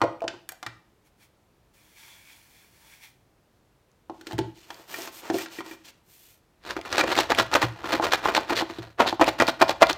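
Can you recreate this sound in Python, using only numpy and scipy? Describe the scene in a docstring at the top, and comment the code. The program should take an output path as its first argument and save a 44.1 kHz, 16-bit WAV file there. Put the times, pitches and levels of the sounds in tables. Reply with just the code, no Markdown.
"""A quiet kitchen with a stone counter, and on it a plastic tub of crisp snack pieces. A spoon knocks
about, something slides over the stone, a lid is set on and screwed shut, then the tub is tipped and shaken.
Each impact excites damped modes of wall and lid, which ring like a small drum; the tumbling pieces land
in heaps and add the broadband crackle of brittle contact. Friction on stone and in the threads is a dense
train of tiny impulses. A short reverberant tail and a faint hush lie behind it all."""
import sys
import numpy as np
from scipy import signal
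from scipy.fft import rfft, irfft, next_fast_len
from scipy.io import wavfile

SR = 44100
rng = np.random.default_rng(int(sys.argv[2]) if len(sys.argv) > 2 else 0)


def store_pcm(level_fs):
    """Save levels as 16-bit WAV."""
    pcm = np.round(np.clip(level_fs, -1, 1) * 32767).astype(np.int16)
    wavfile.write(sys.argv[1], SR, np.atleast_2d(pcm).T)


N = 439677

# Levels are relative: each source adds its own gain.
# heaps of pieces meeting wall or lid: t/s, half length/ms, wall level/dB, crackle level/dB
HEAPS = [(6.695, 34, -37, -41.5), (6.769, 11, -33.5, -41.5), (6.873, 27, -35.5, -42.5),
         (6.943, 21, -25.5, -30), (6.995, 19.6, -21, -26), (7.041, 8, -22, -48), (7.107, 30, -24, -30.5),
         (7.125, 11, -40, -30.5), (7.194, 22.8, -19.5, -23.5), (7.312, 10, -13.5, -23),
         (7.395, 17.7, -18.5, -22.5), (7.553, 17.7, -16, -24.5), (7.631, 12.6, -17.5, -23),
         (7.804, 34, -41, -49.5), (7.86, 16, -28.5, -38), (7.93, 30.4, -24, -30), (8.055, 27, -22.5, -30.5),
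         (8.138, 15.3, -21, -23.5), (8.275, 28, -21, -29.5), (8.366, 18, -23.5, -25.5),
         (8.516, 20, -23.5, -31), (8.585, 19.5, -27, -27), (8.703, 16, -40.5, -44.5),
         (8.785, 72, -45.5, -49), (8.842, 10, -42.5, -51), (9.012, 12.8, -13, -28.5),
         (9.083, 11.3, -27, -26), (9.219, 9.6, -10.5, -25), (9.28, 10.8, -21, -23.5),
         (9.39, 3.4, -29, -33.5), (9.415, 11, -11.5, -23), (9.488, 11.3, -22.5, -24),
         (9.603, 5.5, -26, -36), (9.622, 6.3, -7, -20), (9.699, 15.3, -25, -28.5), (9.826, 9.1, -9, -19.5),
         (9.903, 9.7, -20.5, -22.5)]
# stray pieces rattling on, relative to their heap: t/s, wall level/dB, crackle level/dB
STRAY_LEVELS = [(6.5, -1.5, 1.5), (7.1, -17, -12), (7.7, -23, -11.5), (8.3, -11.5, -12), (8.9, -15, -10),
                (10, -45, -20)]
# hard hits of large pieces: t/s, wall level/dB, favoured wall f/Hz, drum level/dB, crack level/dB
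LANDINGS = [(6.707, -27, 1210, -47, -18.5), (6.765, -27, 1230, -22, -34), (6.79, -26, 590, -34, -41),
            (6.927, -23, 905, -29, -16), (6.981, -13, 835, -26, -9.5), (7.009, -13.5, 1870, -21, -14.5),
            (7.038, -11.5, 500, -17, -21), (7.084, -24, 520, -21, -37), (7.129, -20, 1030, -47, -33),
            (7.177, -18, 1100, -16, -14), (7.188, -10, 850, -35, -10.5), (7.303, -12.5, 675, -33, -17),
            (7.398, -7, 1390, -17.5, -13.5), (7.515, -24, 1200, -36, -27), (7.539, -30, 1500, -25, -12.5),
            (7.551, -9.5, 590, -22, -16), (7.567, -15.5, 1180, -30, -32), (7.632, -16, 990, -19, -24),
            (7.843, -24, 1440, -24.5, -34), (7.941, -17.5, 900, -16.5, -39), (7.998, -11, 806, -20, -38),
            (8.028, -14.5, 1010, -24, -27), (8.051, -16.5, 500, -37, -23), (8.122, -17, 1210, -43, -13.5),
            (8.147, -18.5, 870, -27, -19), (8.257, -8, 1020, -31, -38), (8.288, -16, 670, -37, -23),
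            (8.349, -17, 720, -46, -11), (8.378, -9, 850, -22, -38), (8.505, -18.5, 850, -17.5, -35),
            (8.522, -23, 660, -14.5, -35), (8.611, -14, 950, -23, -35), (8.623, -16.5, 880, -18.5, -44),
            (8.7, -42, 1000, -28, -48), (8.785, -31, 607, -23.5, -49), (8.987, -29, 1300, -40, -38),
            (9.002, -6, 710, -22, -22), (9.018, -12, 686, -20, -34), (9.061, -14.5, 755, -31, -40),
            (9.076, -16, 1370, -24, -20), (9.127, -14.5, 840, -19, -33), (9.196, -15, 870, -18, -32),
            (9.212, -4.5, 970, -13.5, -22), (9.278, -10, 710, -17, -30), (9.4, -13.5, 1700, -12.5, -13.5),
            (9.422, -9.5, 674, -30, -19), (9.484, -10, 665, -21, -36), (9.616, -6.5, 760, -20, -10),
            (9.625, -8.5, 630, -34, -13), (9.694, -10.5, 710, -24, -15), (9.82, 0, 690, -34, -10),
            (9.835, -9.5, 1640, -48, -21), (9.898, -13.5, 640, -19.5, -24)]
# lone brittle ticks: t/s, onset level/dB, f/Hz
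TICKS = [(0.2057, -36, 2410), (3.9155, -57, 6100), (4.322, -28, 3280), (4.744, -34.5, 4220),
         (5.0197, -30, 5980), (5.485, -40, 3980), (5.9444, -57, 2900), (6.6377, -40, 2240),
         (6.8132, -27, 2510), (6.8576, -28, 2070), (7.1534, -15, 1990), (7.207, -9.5, 2440),
         (7.3485, -17, 2650), (8.4326, -34, 2380), (9.0417, -27, 2160), (9.2426, -15, 2320),
         (9.4693, -21, 4060), (9.7074, -22, 4200), (9.8692, -19.5, 3800), (9.9298, -18.5, 3900)]
# spoon on tub and counter: t/s, wall level/dB, favoured wall f/Hz, drum, crack and tick level/dB
SPOON_KNOCKS = [(0.006, -34, 1200, -45, -55, -69.5), (0.016, -6.5, 1090, -16.5, -19, -45),
                (0.037, -11.5, 580, -19, -33, -55), (0.219, -19.5, 650, -57, -41, -64),
                (0.24, -20.5, 620, -27.5, -41, -70), (0.279, -32, 1520, -31, -19, -74),
                (0.339, -37.5, 1060, -34, -55, -73), (0.49, -36.5, 1760, -48, -32.5, -29),
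                (0.52, -39, 791, -65, -40, -37.5), (0.628, -28.5, 1100, -42, -30.5, -45),
                (0.664, -24.5, 1590, -38.5, -25.5, -43)]
# the lid being set on and turned: columns as for the spoon
LID_KNOCKS = [(4.097, -26, 855, -27.5, -45.5, -72), (4.211, -56, 684, -40, -39, -54),
              (4.269, -45, 867, -31, -29.5, -46), (4.31, -31, 840, -32, -36, -60),
              (4.33, -29, 850, -29, -38, -50), (4.381, -33.5, 1900, -26, -33, -43),
              (4.388, -22, 810, -14.5, -26, -44), (4.704, -29, 980, -42, -31.5, -53),
              (4.795, -42, 640, -44, -58, -65), (4.941, -30, 2030, -44, -31, -43),
              (4.985, -34, 759, -33, -48, -41), (5.074, -31, 1030, -37, -33, -62),
              (5.3, -17.5, 800, -14, -25.5, -67), (5.342, -20, 526, -14.5, -30, -47),
              (5.384, -32, 1870, -43, -33, -35), (5.459, -35.5, 1570, -60, -32, -65),
              (5.586, -31.5, 1920, -25.5, -51, -56), (5.606, -26, 1200, -42, -35, -65),
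              (5.662, -39, 1210, -38, -37, -62), (5.711, -40, 1940, -32.5, -45, -47)]
# heavy pushes that boom through the tub: t/s, level/dB
THUDS = [(0.016, -38.5), (0.662, -47), (4.331, -31.5), (4.388, -30.5), (7.397, -44), (7.631, -27.5),
         (8.787, -37.5), (9.198, -38)]
# turns of the lid and fingers on plastic: t/s, half length/ms, grit, hiss and wall level/dB
SWISHES = [(4.2, 80, -63, -79, -68), (4.31, 44, -70, -62, -47.5), (4.4, 12, -68, -70, -64),
           (4.49, 45, -76, -78, -76), (4.61, 55, -51.5, -68, -64), (4.76, 91, -60, -62, -52.5),
           (4.99, 94.5, -41.5, -48, -42.5), (5.17, 43, -45.5, -50.5, -52), (5.27, 45, -78, -57, -41),
           (5.39, 55, -37, -48, -41.5), (5.56, 50, -43, -56, -49.5), (5.7, 55, -50.5, -59, -49.5),
           (5.79, 53, -65, -76, -67), (5.875, 31, -45.5, -60.5, -57.5), (5.96, 40, -75, -82, -74),
           (6.22, 134, -57, -60, -72.5)]
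# the slide over stone: t/s, level/dB
SLIDE_LEVELS = [(1.68, -85), (1.728, -86), (1.74, -62), (1.946, -61), (1.986, -53.5), (2.086, -53),
                (2.23, -58), (2.314, -53.5), (2.418, -59), (2.614, -58.5), (2.702, -62.5), (2.938, -54),
                (2.964, -58), (3.0, -60), (3.044, -50), (3.166, -76), (3.25, -84.5)]
# two light brushes before the slide: t/s, half length/ms, level/dB
BRUSHES = [(1.07, 18, -65), (1.23, 30, -59.5)]
# low, middle and high modes of tub and lid: f/Hz, level/dB, nominal T60/s
THUMP_MODES = [(116, -5.5, 0.15), (72, -9.5, 0.22), (172, -2, .1)]
DRUM_MODES = [(331.4, 1.5, 0.12), (262, -11.5, 0.09), (377, -6.5, 0.15), (430, -4, .06)]
WALL_MODES = [(518, -3.5, 0.061), (591, -5.5, 0.088), (665, -1, 0.065), (758, -3, 0.057),
              (849, -2.5, 0.076), (956, 0, 0.032), (1045, -6, .07), (1183, -1, 0.027), (1386, -10, 0.061),
              (1640, -12, 0.044), (1872, -10, 0.063), (2380, -9.5, 0.077)]
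# resonances of the sliding object: f/Hz, bandwidth/Hz, level/dB
SLIDE_MODES = [(910, 190, 9.5), (1628, 55, 0.5), (2275, 230, 10), (3300, 270, 2), (4340, 110, -3.5),
               (5670, 230, -2)]
# spectral densities of brittle contact, friction on stone, the threads and the hush: f/Hz, level/dB
CRISP_SPECTRUM = [(880, -33), (1500, -3), (2150, -7.5), (2430, -9), (2820, -8.5), (4300, -12),
                  (6960, -19.5), (10400, -30), (15100, -26), (16000, -44.5), (16500, -56)]
STONE_SPECTRUM = [(290, -38), (500, -18.5), (1220, -9.5), (1610, -5.5), (1760, -3.5), (2290, -7),
                  (4970, -7), (15100, -9), (15800, -8), (16500, -30)]
PLASTIC_SPECTRUM = [(1060, -24), (1800, -9), (2380, -3.5), (2810, -2.5), (6180, -8), (10400, -17),
                    (14400, -9.5), (16000, -21), (16500, -40)]
HUSH_SPECTRUM = [(12, -51.5), (20, -18), (49, -1.5), (86, -3.5), (108, -1.5), (281, -10), (305, -6.5),
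                 (372, -9), (772, -14), (2120, -22.5), (9150, -33), (13900, -34), (16500, -40)]

HEAP_SQUARENESS, SWISH_SQUARENESS = 1.85, 4.6   # 2 is a Gaussian swell; more is flatter on top
CRACK_RISE_S, TICK_T60_S, STRAY_T60_S = 0.00059, 0.0088, 0.28
KITCHEN_T60_S, KITCHEN_TREBLE_HZ = 0.38, 5000


def tumbling():
    """Random impact excitation: many small contacts drive the tub's modes and crackle, heap by heap."""
    wall, crisp = swells(HEAPS, HEAP_SQUARENESS)
    stray_wall, stray_crisp = envelopes(STRAY_LEVELS) * lingering(np.array([wall, crisp]))
    contacts = grains(450, spread_db=3)
    wall_drive = np.hypot(from_db(-3) * wall, stray_wall)   # independent contacts add in power
    drum_drive = np.hypot(from_db(-10) * wall, from_db(-0.5) * stray_wall)
    body = driven_modes(contacts, wall_drive, WALL_MODES, damping=2.7)
    body += driven_modes(contacts, drum_drive, DRUM_MODES, damping=6.6)
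    body = butterworth(body, 2, [240, 3000], "band")   # light, blunt pushes
    clicks = contacts + 0.055 * grains(1700, spread_db=8)
    crackle = colour(bursts(clicks, t60=0.015), CRISP_SPECTRUM)
    # crisp heaps with little weight on the wall bring out the ring of the lid rim
    rim = np.clip(crisp / (wall + 1e-9), 0, 1.3) ** 2 * resonance(crackle, 4020, 1000)
    return body + np.hypot(from_db(-1.44) * crisp, stray_crisp) * crackle + 2.06 * crisp * rim


def impacts(rows, wall_stretch, drum_stretch, thump_db, wall_gain_db, crack_gain_db, crack_t60):
    """Impulse response: each blow sets the tub ringing and emits a short crack with a brighter tick."""
    body, crack, tick = np.zeros((3, N + SR))
    t = np.arange(SR // 3) / SR
    rise = 1 - np.exp(-t / CRACK_RISE_S)
    for s, wall_db, wall_hz, drum_db, crack_db, tick_db in rows:
        scatter = rng.standard_normal(24)
        span = slice(round(s * SR), round(s * SR) + len(t))
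        body[span] += from_db(wall_db + wall_gain_db) * ringing(WALL_MODES, wall_stretch, scatter, wall_hz)
        body[span] += from_db(drum_db + 2) * ringing(DRUM_MODES, drum_stretch, scatter)
        body[span] += from_db(drum_db + thump_db) * ringing(THUMP_MODES, 0.97, scatter)
        crack[span] += from_db(crack_db + crack_gain_db - 60 * t / crack_t60) * rise
        tick[span] += from_db(tick_db + crack_gain_db - 60 * t / (0.7 * crack_t60))
    low, high = crossover(colour(rng.standard_normal(N), CRISP_SPECTRUM))
    return body[:N] + crack[:N] * low + tick[:N] * high


def landings():
    """Added damping: large pieces strike a tub held in the hands, so it rings only briefly."""
    rows = [(*row, row[-1] - 26) for row in LANDINGS]   # tick level: 26 dB under the crack
    return impacts(rows, wall_stretch=0.51, drum_stretch=0.72, thump_db=-20.5,
                   wall_gain_db=5.56, crack_gain_db=1.7, crack_t60=0.015)


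def ticks():
    """Brittle transients: each is a fast-decaying puff of noise in a broad band around its pitch."""
    out, t = np.zeros(N + SR), np.arange(SR // 40) / SR
    for s, db, hz in TICKS:
        puff = unit_rms(resonance(rng.standard_normal(len(t)), hz, 0.15 * hz))
        out[round(s * SR):][:len(t)] += from_db(db - 60 * t / TICK_T60_S) * puff
    return out[:N]


def spoon():
    """Free vibration: the wall of the open tub rings on after each knock of the spoon."""
    return impacts(SPOON_KNOCKS, wall_stretch=1.03, drum_stretch=0.8, thump_db=-14.5,
                   wall_gain_db=3, crack_gain_db=-0.3, crack_t60=0.027)


def lid():
    """Damped vibration: under the knocking lid the wall modes die sooner and the drum modes later."""
    return impacts(LID_KNOCKS, wall_stretch=0.77, drum_stretch=1.01, thump_db=-23,
                   wall_gain_db=4.9, crack_gain_db=-0.15, crack_t60=0.029)


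def thuds():
    """Low-mode excitation: heavy pushes make the whole tub boom."""
    out = np.zeros(N + SR)
    for s, db in THUDS:
        boom = ringing(THUMP_MODES, stretch=1.8, scatter=rng.standard_normal(24))
        out[round(s * SR):][:len(boom)] += from_db(db + 7.5) * boom
    return out[:N]


def threads():
    """Sliding friction: plastic on plastic gives grit and hiss and drives the modes of the closed tub."""
    grit, hiss, wall = swells(SWISHES, SWISH_SQUARENESS)
    rub = grains(2500, spread_db=1.5)
    low, high = crossover(colour(rub, PLASTIC_SPECTRUM))
    body = driven_modes(rub, wall, WALL_MODES, damping=12.7)
    body += driven_modes(rub, from_db(-2) * wall, DRUM_MODES, damping=2.7)
    return from_db(-7) * grit * low + from_db(0.5) * hiss * high + from_db(-8) * body


def slide():
    """Friction noise filtered by resonances of the sliding object, which come and go with the grip."""
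    level = envelopes(SLIDE_LEVELS)[0] + swells(BRUSHES, HEAP_SQUARENESS)[0]
    rub = colour(grains(9000, spread_db=2), STONE_SPECTRUM)
    pressure = (level / level.max()) ** 0.54   # firmer pressure brings out the resonances
    rings = sum(from_db(db + 3.9 * drift(2.3)) * resonance(rub, hz, width) for hz, width, db in SLIDE_MODES)
    return from_db(-3) * level * (rub + 1.36 * pressure * rings)


def rumble():
    """Structure-borne sound: the shaking travels through arms and counter as dull low noise."""
    low = butterworth(rng.standard_normal(N), 3, [48, 140], "band")
    wall = swells(HEAPS, HEAP_SQUARENESS)[0]
    return from_db(-35.5) * np.sqrt(lingering(wall)) * unit_rms(low)


def kitchen(x):
    """Diffuse reverberation: convolution with decaying noise whose treble dies sooner."""
    t = np.arange(SR // 2) / SR
    noise = rng.standard_normal(len(t))
    dull = butterworth(noise, 1, KITCHEN_TREBLE_HZ, "low")
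    tail = dull * from_db(-60 * t / KITCHEN_T60_S)
    tail += (noise - dull) * from_db(-60 * t / (0.22 * KITCHEN_T60_S))
    tail *= np.clip(t / 0.0013, 0, 1)
    return signal.fftconvolve(x, tail / np.sqrt(np.sum(tail ** 2)))[:N]


def hush():
    """Stationary noise: the faint, bass-heavy background of the room."""
    return from_db(-64) * colour(rng.standard_normal(N), HUSH_SPECTRUM)


def ringing(modes, stretch, scatter, favoured_hz=None):
    """Modal superposition: decaying sines, strongest near the favoured pitch; stretch scales T60."""
    favoured_hz = favoured_hz or modes[0][0]
    hz, db, t60 = np.transpose(modes)[:, :, None]
    t = np.arange(SR // 3) / SR
    gain = from_db(db + 2.5 * scatter[:len(hz), None] - 20 * np.abs(np.log2(hz / favoured_hz)))
    detuned_hz = hz * (1 + 0.008 * scatter[-len(hz):, None])
    tones = gain * np.sin(2 * np.pi * detuned_hz * t) * from_db(-60 * t / (t60 * stretch))
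    rise = 1 - np.exp(-t * favoured_hz / 0.87)   # the push lasts part of a cycle
    return tones.sum(0) / np.sqrt(np.sum(gain ** 2)) * rise


def driven_modes(contacts, strength, modes, damping):
    """Forced vibration: each hand-damped mode couples to each contact with a random weight."""
    out, power, at, force = 0, 0, np.flatnonzero(contacts), np.zeros(N)
    for hz, db, t60 in modes:
        force[at] = contacts[at] * from_db(4 * rng.standard_normal(len(at)))
        width_hz = damping / t60
        gain = from_db(db) / np.std(resonance(force[:N // 3], hz, width_hz))
        out += gain * resonance(force * strength + 1e-18, hz, width_hz)
        power += from_db(2 * db)
    return out / np.sqrt(power)


def resonance(x, hz, width_hz):
    """Two-pole resonator with unit peak gain."""
    r = np.exp(-np.pi * width_hz / SR)
    gain = (1 - r * r) / 2
    return signal.lfilter([gain, 0, -gain], [1, -2 * r * np.cos(2 * np.pi * hz / SR), r * r], x)


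def grains(per_s, spread_db):
    """Poisson process: random clicks, a few much larger than the rest."""
    sizes = from_db(spread_db * np.minimum(rng.exponential(1, N), 4)) * rng.choice([-1, 1], N)
    return sizes * (rng.random(N) < per_s / SR)


def bursts(clicks, t60):
    """Exponential decay: each click becomes a short puff of noise."""
    keep = from_db(-60 / (t60 * SR))
    return rng.standard_normal(N) * signal.lfilter([1], [1, -keep], np.abs(clicks) + 1e-18)


def swells(rows, squareness):
    """Power summation of swells, 6 dB down a half length from their middle; one gain per level column."""
    power = np.zeros((len(rows[0]) - 2, N + SR))
    for s, half_ms, *levels_db in rows:
        middle, reach = round(s * SR), int(half_ms * SR / 250)   # reach: four half lengths
        bump_db = -6 * np.abs(np.linspace(-4, 4, 2 * reach)) ** squareness
        power[:, middle - reach:middle + reach] += from_db(np.add.outer(levels_db, bump_db)) ** 2
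    return np.sqrt(power[:, :N])


def lingering(heap):
    """Leaky integration of power: the strength of a heap lingers and dies away."""
    keep = from_db(-120 / (STRAY_T60_S * SR))
    return np.sqrt(signal.lfilter([50 / SR], [1, -keep], heap ** 2 + 1e-18))


def envelopes(rows):
    """Level columns interpolated to gains, silent outside the table."""
    s, *columns = np.transpose(rows)
    return [from_db(np.interp(np.arange(N) / SR, s, db, left=-140, right=-140)) for db in columns]


def drift(hz):
    """Slow random fluctuation of rms 1, drawn 30 times a second."""
    steps = rng.standard_normal(int(N / SR * 30) + 2)
    smooth = signal.lfilter([1], [1, -np.exp(-2 * np.pi * hz / 30)], steps)
    return np.interp(np.arange(N) * 30 / SR, np.arange(len(steps)), unit_rms(smooth))


def colour(x, spectrum):
    """Spectral shaping, interpolated over log frequency; rms 1."""
    hz, db = np.transpose(spectrum)
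    size = next_fast_len(len(x))
    log_hz = np.log(np.arange(size // 2 + 1) * SR / size + 1)
    gain = from_db(np.interp(log_hz, np.log(hz), db))
    return unit_rms(irfft(rfft(x, size) * gain, size)[:len(x)])


def crossover(x):
    """Bands below and above the dip in the treble, each of rms 1."""
    return [unit_rms(butterworth(x, 4, 8500, kind)) for kind in ("low", "high")]


def butterworth(x, order, hz, kind):
    """Maximally flat filter."""
    return signal.sosfilt(signal.butter(order, hz, kind, fs=SR, output="sos"), x)


def from_db(db):
    """Decibels to gain."""
    return 10 ** (np.asarray(db) / 20)


def unit_rms(x):
    """Normalisation to rms 1."""
    return x / np.sqrt(np.mean(x ** 2) + 1e-20)


def scene():
    """Direct and reverberant sound: the tub is shaken close by, so the room is fainter behind it."""
    handling = spoon() + lid() + thuds() + slide() + threads()
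    shaking = landings() + tumbling() + ticks()
    room = from_db(-10.5) * kitchen(handling + from_db(-6) * shaking)
    airborne = butterworth(handling + shaking + room, 2, 60, "high")   # a small tub radiates no deep bass
    return (airborne + rumble() + hush())[None]


def record(dry):
    """Clipping and band limiting: peaks stop at full scale, and the treble ends at 16.7 kHz."""
    return signal.sosfilt(signal.ellip(12, .5, 95, 16700, fs=SR, output="sos"), np.clip(dry, -1, 1))


dry = scene()
out = record(dry)
store_pcm(out)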